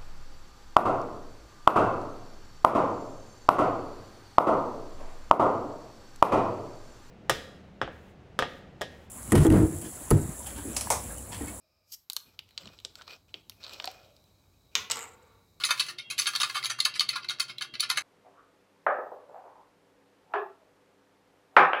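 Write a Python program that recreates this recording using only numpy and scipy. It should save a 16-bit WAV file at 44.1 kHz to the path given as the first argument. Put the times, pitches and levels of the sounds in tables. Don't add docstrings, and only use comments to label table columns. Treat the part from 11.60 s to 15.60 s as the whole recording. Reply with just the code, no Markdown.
import sys
import numpy as np
from scipy import signal
from scipy.fft import rfft, irfft
from scipy.io import wavfile

SR = 44100
rng = np.random.default_rng(int(sys.argv[2]) if len(sys.argv) > 2 else 0)


def transcribe(u):
    v = np.clip(np.atleast_2d(u).T, -1, 1)
    q = np.round(v * 32767).astype(np.int16)
    wavfile.write(sys.argv[1], SR, q)


def voltage_ratio(decibels):
    exponent = np.asarray(decibels, float) / 20
    return 10 ** exponent


N = 176400
TIME = np.arange(N) / SR


def rms_one(x):
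    return x / np.sqrt(np.mean(x ** 2) + 1e-20)


def at_hz(points, hz):
    f, v = np.transpose(points)
    return np.interp(np.log(np.maximum(hz, 1)), np.log(f), v)


def shape_spectrum(x, spectrum):
    gain = voltage_ratio(at_hz(spectrum, np.arange(N // 2 + 1) * SR / N))
    return irfft(rfft(x) * gain, N)


def coloured(x, spectrum):
    return rms_one(shape_spectrum(x, spectrum))


def band(x, low_hz, high_hz, order=2):
    return signal.sosfilt(signal.butter(order, [low_hz, high_hz], "band", fs=SR, output="sos"), x)


def drift(rate):
    return np.interp(TIME * rate, np.arange(400), rng.standard_normal(400))


def swell(start, length, skew=1):
    return np.sin(np.pi * np.clip((TIME - start) / length, 0, 1) ** skew)


def resonator(hz, width):
    r = np.exp(-np.pi * width / SR)
    return [1, -2 * r * np.cos(2 * np.pi * hz / SR), r * r], r


def whistle(hz, width):
    a, _ = resonator(hz, width)
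    once = signal.lfilter([1], a, rng.standard_normal(N + 4000))
    return rms_one(signal.lfilter([1, 0, -1], a, once)[4000:])


def resonate(x, hz, width):
    a, r = resonator(hz, width)
    return signal.lfilter([(1 - r * r) / 2, 0, (r * r - 1) / 2], a, x)


RISE_S = 0.00075


def fading(db, t60):
    t = TIME[:int(t60 * 1.5 * SR) + 99]
    return voltage_ratio(db - 60 * t / t60) * np.minimum(t / RISE_S, 1) ** 2


def mode(hz, db, t60):
    shape = fading(db, t60)
    return shape * np.sin(2 * np.pi * hz * TIME[:len(shape)])


def crack(noise, low_hz, high_hz, db, t60):
    shape = fading(0, t60)
    drive = shape * noise[:len(shape)]
    drive[int(RISE_S * SR)] += voltage_ratio(11) * np.sign(noise[0])
    x = band(drive, low_hz, high_hz, order=3)
    return voltage_ratio(db) * x / np.abs(x).max()


def add(out, s, sound):
    i = int(s * SR)
    out[i:i + len(sound)] += sound[:N - i]


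def click(out, noise, s, db, hz, thud_db, edge_db, t60):
    add(out, s, crack(noise, hz / 1.313, hz * 1.313, db, t60))
    add(out, s, crack(noise[1000:], 877, 1840, db + thud_db, 0.031))
    add(out, s, crack(noise[3000:], hz * 0.57, hz * 1.87, db - 9, 0.027))
    add(out, s, crack(noise[4000:], 286, 744, db - 42, 0.038))
    add(out, s, crack(noise[5000:], 3851, 4648, db - 8.5, 0.012))
    add(out, s, crack(noise[2000:], 5360, 14000, db + edge_db, 0.0068))


# time in seconds, level in dB.
GATE_OPENING = [
    (0, -78),
    (.55, -79),
    (.7, -70),
    (1.3, -63.5),
    (1.65, -67.5),
    (2.0, -63.5),
    (3.0, -65),
    (4.0, -64.5),
]
# pitch in Hz, level in dB per Hz.
RUMBLE_TONE = [(26, -13.5), (45, -2.5), (92, -2.5), (217, -10.5), (838, -19.5), (1840, -30), (3850, -41.5),
               (4350, -24.5), (16000, -34.5)]
# pitch in Hz, width in Hz, level in dB over the room sound.
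FAN_BANDS = [(94.3, 17, -7.5), (882, 20.2, -24), (1148, 35, -28), (2265, 240, -20.5), (3900, 330, -12.5),
             (6600, 310, -26.5)]


def background():
    air = coloured(rng.standard_normal(N), RUMBLE_TONE) * voltage_ratio(-2.0 + 0.397 * drift(4.0))
    fan = sum(voltage_ratio(db + 2.0 * drift(6.56)) * whistle(hz, width) for hz, width, db in FAN_BANDS)
    gate_db = np.interp(TIME, *np.transpose(GATE_OPENING))
    return voltage_ratio(gate_db) * (air + fan)


# pitch in Hz, level in dB per Hz.
HISS_TONE = [(300, -2), (1600, 1.5), (3000, -6), (7000, -4), (10000, -10.5), (13000, -6), (16000, -6.5)]


def phone_hiss():
    return voltage_ratio(-81.5) * coloured(rng.standard_normal(N), HISS_TONE)


# pitch in Hz, width in Hz, level in dB.
LEAK_WHISTLES = [(602, 140, -82.5), (1240, 150, -91.5), (2450, 260, -85), (5070, 700, -78.5)]
# pitch in Hz, level in dB per Hz.
PUFF_TONE = [(470, -64), (800, -29.5), (2530, -15.5), (3220, -8.5), (3560, -12.5), (5180, 5), (9330, -8),
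             (12300, -1.5), (16000, -13)]


def gas():
    leak = sum(voltage_ratio(db) * whistle(hz, width) for hz, width, db in LEAK_WHISTLES)
    leak = leak * np.clip((0.298 - TIME) / 0.036 + 1, 0, 1)
    t = TIME - 0.3233
    hold_s, edge_s = 0.023, 0.0059
    lead = voltage_ratio(-11.5) * np.exp(-np.abs(t) / 0.042 * 2)
    burst = np.clip(t / edge_s + 1, 0, 1) * np.exp(-np.maximum(t - hold_s, 0) / edge_s)
    flutter = voltage_ratio(-43.5 + drift(107.0))
    return leak + flutter * (lead + burst) * coloured(rng.standard_normal(N), PUFF_TONE)


# start in seconds, peak level in dB, pitch in Hz, bright edge in dB over the peak.
SEAL_SNAPS = [(0.499, -21, 4330, 1), (0.521, -36, 4100, 1), (0.532, -30.5, 7050, 11.5),
              (0.5648, -12.5, 4510, -5.5), (0.602, -39, 4200, -6), (0.7905, -24.5, 3150, -12.5),
              (0.8893, -53, 2480, 2), (0.9074, -50, 2700, -2), (0.9767, -19.5, 3900, -24),
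              (1.188, -38.5, 3600, -29), (1.2003, -38.5, 3800, -8.5), (1.2484, -18, 4310, -44),
              (1.3542, -32, 4000, -10.5), (1.419, -35.5, 3670, -28), (1.896, -27.5, 4220, 0),
              (2.134, -33.5, 4050, -1.5), (2.1427, -34.5, 3530, -19), (2.2552, -29, 4330, 2),
              (2.3145, -44.5, 3700, 4), (2.5645, -46, 4530, -9), (2.64, -54, 4300, 2)]


def snaps():
    out = np.zeros(N)
    for (s, db, hz, edge_db), noise in zip(SEAL_SNAPS, rng.standard_normal((25, 9000))):
        click(out, noise, s, db, hz, thud_db=-24.5, edge_db=edge_db, t60=0.0028)
    return out


# start in seconds, length in seconds, level in dB.
RUB_STROKES = [(0.544, 0.38, -68), (0.87, 0.16, -70), (0.971, 0.23, -57.5), (1.162, 0.28, -70),
               (1.347, 0.2, -62), (1.466, 0.11, -52.5), (1.519, 0.12, -64.5), (1.678, 0.063, -64.5),
               (1.734, 0.084, -58), (1.89, 0.15, -67), (2, 0.23, -54.5), (2.115, 0.28, -53.5),
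               (2.298, 0.32, -64), (2.49, 1, -77), (3.114, 0.072, -67)]
# pitch in Hz, level in dB per Hz.
RUB_TONE = [(180, -13), (300, 1), (555, 7), (1580, -10.5), (3890, -2), (5340, -2.5), (9240, -29),
            (12500, -15.5), (16000, -14.5)]
# pitch in Hz, width in Hz, level in dB.
CAP_RESONANCES = [(1340, 250, -5), (2480, 94, 3.5), (3080, 400, -10.5), (4100, 330, 0.5), (5520, 780, -10),
                  (7700, 570, -10.5)]


def rub():
    grains_per_s = 1300 * voltage_ratio(5 * drift(30.0))
    grains = rng.random(N) < grains_per_s / SR
    grain_size = voltage_ratio(3.8 * np.minimum(rng.exponential(1, N), 4))
    grains = grains * grain_size * rng.choice([-1, 1], N)
    noise = rng.standard_normal(N) + rms_one(grains)
    rings = 0
    for k, (hz, width, db) in enumerate(CAP_RESONANCES):
        sign = (-1) ** k
        rings = rings + sign * voltage_ratio(db + 3.6 * drift(24.84)) * resonate(noise, hz, width)
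    level = sum(voltage_ratio(db) * swell(s, length, 0.59) for s, length, db in RUB_STROKES)
    friction = coloured(noise, RUB_TONE) + voltage_ratio(3.5) * rms_one(rings)
    return level * voltage_ratio(2.5 * drift(40.45)) * rms_one(friction)


# start in seconds, level in dB, length in seconds.
GRIP_THUMPS = [
    (1.02, -56, .09),
    (1.74, -64, .07),
    (.65, -68, .06),
    (3.17, -61, .09),
]


def grip():
    level = sum(voltage_ratio(db) * np.exp(-((TIME - s - length / 2) / length * 2) ** 2) for s, db, length in GRIP_THUMPS)
    return level * rms_one(band(rng.standard_normal(N), 80, 240))


# start in seconds, peak level in dB, pitch in Hz.
THREAD_TICKS = [(0.982, -34, 4330), (1.0327, -42, 4760), (1.0555, -46, 4640), (1.066, -48, 4000),
                (1.0749, -37, 2820), (1.0878, -46, 3900), (1.179, -51, 4650), (1.2948, -53, 4210),
                (1.3967, -52, 3070), (1.4569, -53, 4340), (1.518, -44, 4400), (1.5328, -39.5, 4240),
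                (1.539, -42, 4780), (1.566, -57, 3400), (1.6914, -56, 2740), (1.7445, -45, 3050),
                (1.7465, -41.5, 2600), (1.757, -55, 2600), (1.9197, -46.5, 2510), (2.2605, -36, 4400),
                (2.031, -36, 4100), (2.0434, -30, 4140), (2.056, -40, 4100), (2.13, -40, 3170),
                (2.137, -39, 4900), (2.4316, -51, 4690)]


def ticks():
    out = np.zeros(N)
    for (s, db, hz), noise in zip(THREAD_TICKS, rng.standard_normal((40, 900))):
        add(out, s, crack(noise, hz / 1.142, hz * 1.142, db, 0.0076))
    return out


# start in seconds, peak level in dB, pitch in Hz, bottle thud in dB over the peak.
CAP_KNOCKS = [(0.9984, -45, 3530, -10), (1.034, -49.5, 2450, -8), (1.0557, -35, 3900, -10.5),
              (1.0714, -35, 4400, -13), (1.088, -48, 3900, -4), (1.411, -41, 3600, 0),
              (1.478, -34, 3900, -6), (1.507, -36, 3680, -11.5), (1.7408, -27, 2870, -25),
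              (2.038, -34.5, 4100, -18), (2.0466, -32.5, 4100, -18), (2.065, -32.5, 3730, -12.5),
              (2.08, -35.5, 4100, -15), (2.0941, -37.5, 3950, -10), (2.109, -37.5, 3940, -8.5),
              (2.199, -24.5, 2930, -11), (2.2225, -36, 4500, -8), (2.2422, -22.5, 4500, -9.5),
              (2.261, -51, 4740, -6), (2.2744, -21, 3480, -14)]


def knocks():
    out = np.zeros(N)
    for (s, db, hz, thud_db), noise in zip(CAP_KNOCKS, rng.standard_normal((25, 9000))):
        click(out, noise, s, db, hz, thud_db, edge_db=-28, t60=0.0081)
    return out


# start in seconds, peak level in dB.
WALL_JOLTS = [
    (1.2484, -46.5),
    (1.7407, -47),
    (1.058, -54),
    (1.1, -55.5),
]


def jolts():
    out = np.zeros(N)
    for (s, db), noise in zip(WALL_JOLTS, rng.standard_normal((9, 9000))):
        add(out, s, crack(noise, 286, 744, db, 0.076))
    return out


# start in seconds, pitch in Hz, level in dB.
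NECK_JOLTS = [
    (2.168, 560, -51),
    (2.131, 540, -53),
    (2.2006, 620, -42),
    (2.2436, 700, -37),
    (1.392, 1480, -46),
    (1.398, 1500, -47),
    (1.355, 1400, -52),
]


def neck():
    out = voltage_ratio(-64.5) * swell(1.953, 0.72) * whistle(610, 230)
    add(out, 2.2755, mode(757, -30, 0.08))
    for s, hz, db in NECK_JOLTS:
        add(out, s, mode(hz, db, 0.04))
    return out


# lowest pitch in Hz, highest pitch in Hz, level in dB, t60 in seconds.
CAP_MODES = [(1056, 2720, -18.5, 0.036), (3400, 6960, 0, 0.005), (2350, 3960, -15.5, 0.03),
             (9450, 18600, -25.5, 0.021)]
# pitch in Hz, level in dB, t60 in seconds.
DESK_MODES = [(118, -44, 0.34), (469.6, -38.5, .2), (770, -35.5, 0.068), (923, -36.5, 0.14),
              (1110, -27.5, 0.085), (1350, -33, .15), (2005, -26.5, 0.12), (2270, -32.5, 0.16),
              (4130, -28, 0.015)]


def touch(out, rim, noise, s, db, rim_db, desk_db):
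    for k, (low, high, level_db, t60) in enumerate(CAP_MODES):
        add(out, s, crack(noise[k * 500:], low, high, db + level_db, t60))
    add(rim, s, crack(noise[2000:], 6770, 8180, db + rim_db, 0.0087))
    add(rim, s, crack(noise[2500:], 8300, 14500, db + rim_db - 12, 0.0087))
    desk = db + desk_db
    add(out, s, crack(noise[3000:], 717, 2602, desk - 17.5, 0.12))
    for (hz, level_db, t60), chance in zip(DESK_MODES, noise):
        hz = hz * (1 + 0.018 * np.sin(9 * chance))
        add(out, s, np.sign(chance) * mode(hz, desk + level_db + 2 * chance, t60))
    add(out, s, crack(noise[3500:], 237, 618, desk - 34.5, 0.13))


# start in seconds, peak level in dB, then rim and desk in dB over the peak.
CAP_BOUNCES = [
    (3.1525, -4.5, -22, -9),
    (3.2991, -20, -6, 5.5),
    (3.3029, -24.5, -5, 1.5),
    (3.3108, -12, -3, -11.5),
    (3.1575, -20.5, -19, -7),
    (3.3162, -12, -2.5, -21),
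    (3.319, -22, -12, 3),
    (3.3566, -37.5, 9, 17),
    (3.3695, -29, 2, 12.5),
]
# start in seconds, dB over the spin level.
SPIN_TAPS = [(3.3793, 3), (3.3908, 9), (3.397, 0), (3.4067, 6), (3.4148, 4), (3.4218, 5.5), (3.4279, 6),
             (3.4346, -3), (3.4393, 2.5), (3.4445, -9), (3.448, -8), (3.454, -3.5)]
# start in seconds, level in dB, length in seconds.
LAST_ROCKS = [
    (3.473, -45, .016),
    (3.512, -55, 0.0087),
    (3.533, -52.5, 0.011),
    (3.624, -60, 0.0073),
    (3.666, -65, 0.014),
]


def dropped_cap():
    body_db = -12
    hits = list(CAP_BOUNCES)
    hits += [(s, -36 + body_db + db, -body_db, 16.5) for s, db in SPIN_TAPS]
    for s, db, length in LAST_ROCKS:
        hits += [(s + length * k / 3, db + body_db, -body_db, 6) for k in range(4)]
    out, rim = np.zeros((2, N))
    for hit, noise in zip(hits, rng.standard_normal((50, 30000))):
        touch(out, rim, noise, *hit)
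    return out, rim


# pitch in Hz, width in Hz, level in dB.
HUM_MODES = [(472, 90, 0.5), (897, 85, 0), (1147, 79, -3.5), (1405, 130, -2), (2250, 130, -6.5)]


def desk_hum():
    noise = rms_one(band(rng.standard_normal(N), 500, 2300))
    modes = sum(voltage_ratio(db + 1.9 * drift(12.0)) * whistle(hz, width) for hz, width, db in HUM_MODES)
    return voltage_ratio(-68.5) * swell(3.302, 0.61, 0.76) * (noise + modes)


# pitch in Hz, t60 in seconds.
ROOM_RING = [(200, 0.84), (1000, 0.48), (3500, 0.32), (8000, 0.23), (15000, 0.41)]


def room(x):
    t = TIME[:SR // 2]
    edges = 200 * 2 ** np.arange(0, 6.6, .5)
    tail = 0
    for low, high in zip(edges, edges[1:]):
        noise = band(rng.standard_normal(len(t)), low, high)
        late = voltage_ratio(-60 * t / at_hz(ROOM_RING, np.sqrt(low * high)))
        early = voltage_ratio(-6.5 + 23.5 - 60 * t / 0.01)
        tail = tail + noise * (late + early)
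    tail = tail * np.minimum(t / .002, 1) / np.sqrt(.01 * SR)
    return signal.fftconvolve(x, tail)[:N]


def scene():
    near = gas() + snaps() + ticks() + knocks() + jolts()
    air = neck()
    far, rim = dropped_cap()
    bottle_send = voltage_ratio(-17) * (near + 0.5 * air)
    desk_send = voltage_ratio(-8) * (far + voltage_ratio(-4) * rim)
    wet = room(bottle_send + desk_send)
    dry_sources = near + air + rub() + grip() + far + rim + desk_hum()
    return (dry_sources + wet + background() + phone_hiss())[None]


def low_pass(x):
    return signal.sosfilt(signal.butter(12, 16840, fs=SR, output="sos"), x)


# pitch in Hz, gain in dB.
MIC_PORT = [(1200, 1), (1800, -2.5), (2500, 0.5), (4200, 0), (5800, -2), (8000, -0.5), (9600, -5),
            (12500, 2.5), (16000, 0.5)]


def record(dry):
    x = shape_spectrum(dry, MIC_PORT)
    x = band(x, 42, 15900, order=10)
    return low_pass(x)


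dry = scene()
out = record(dry)
transcribe(out)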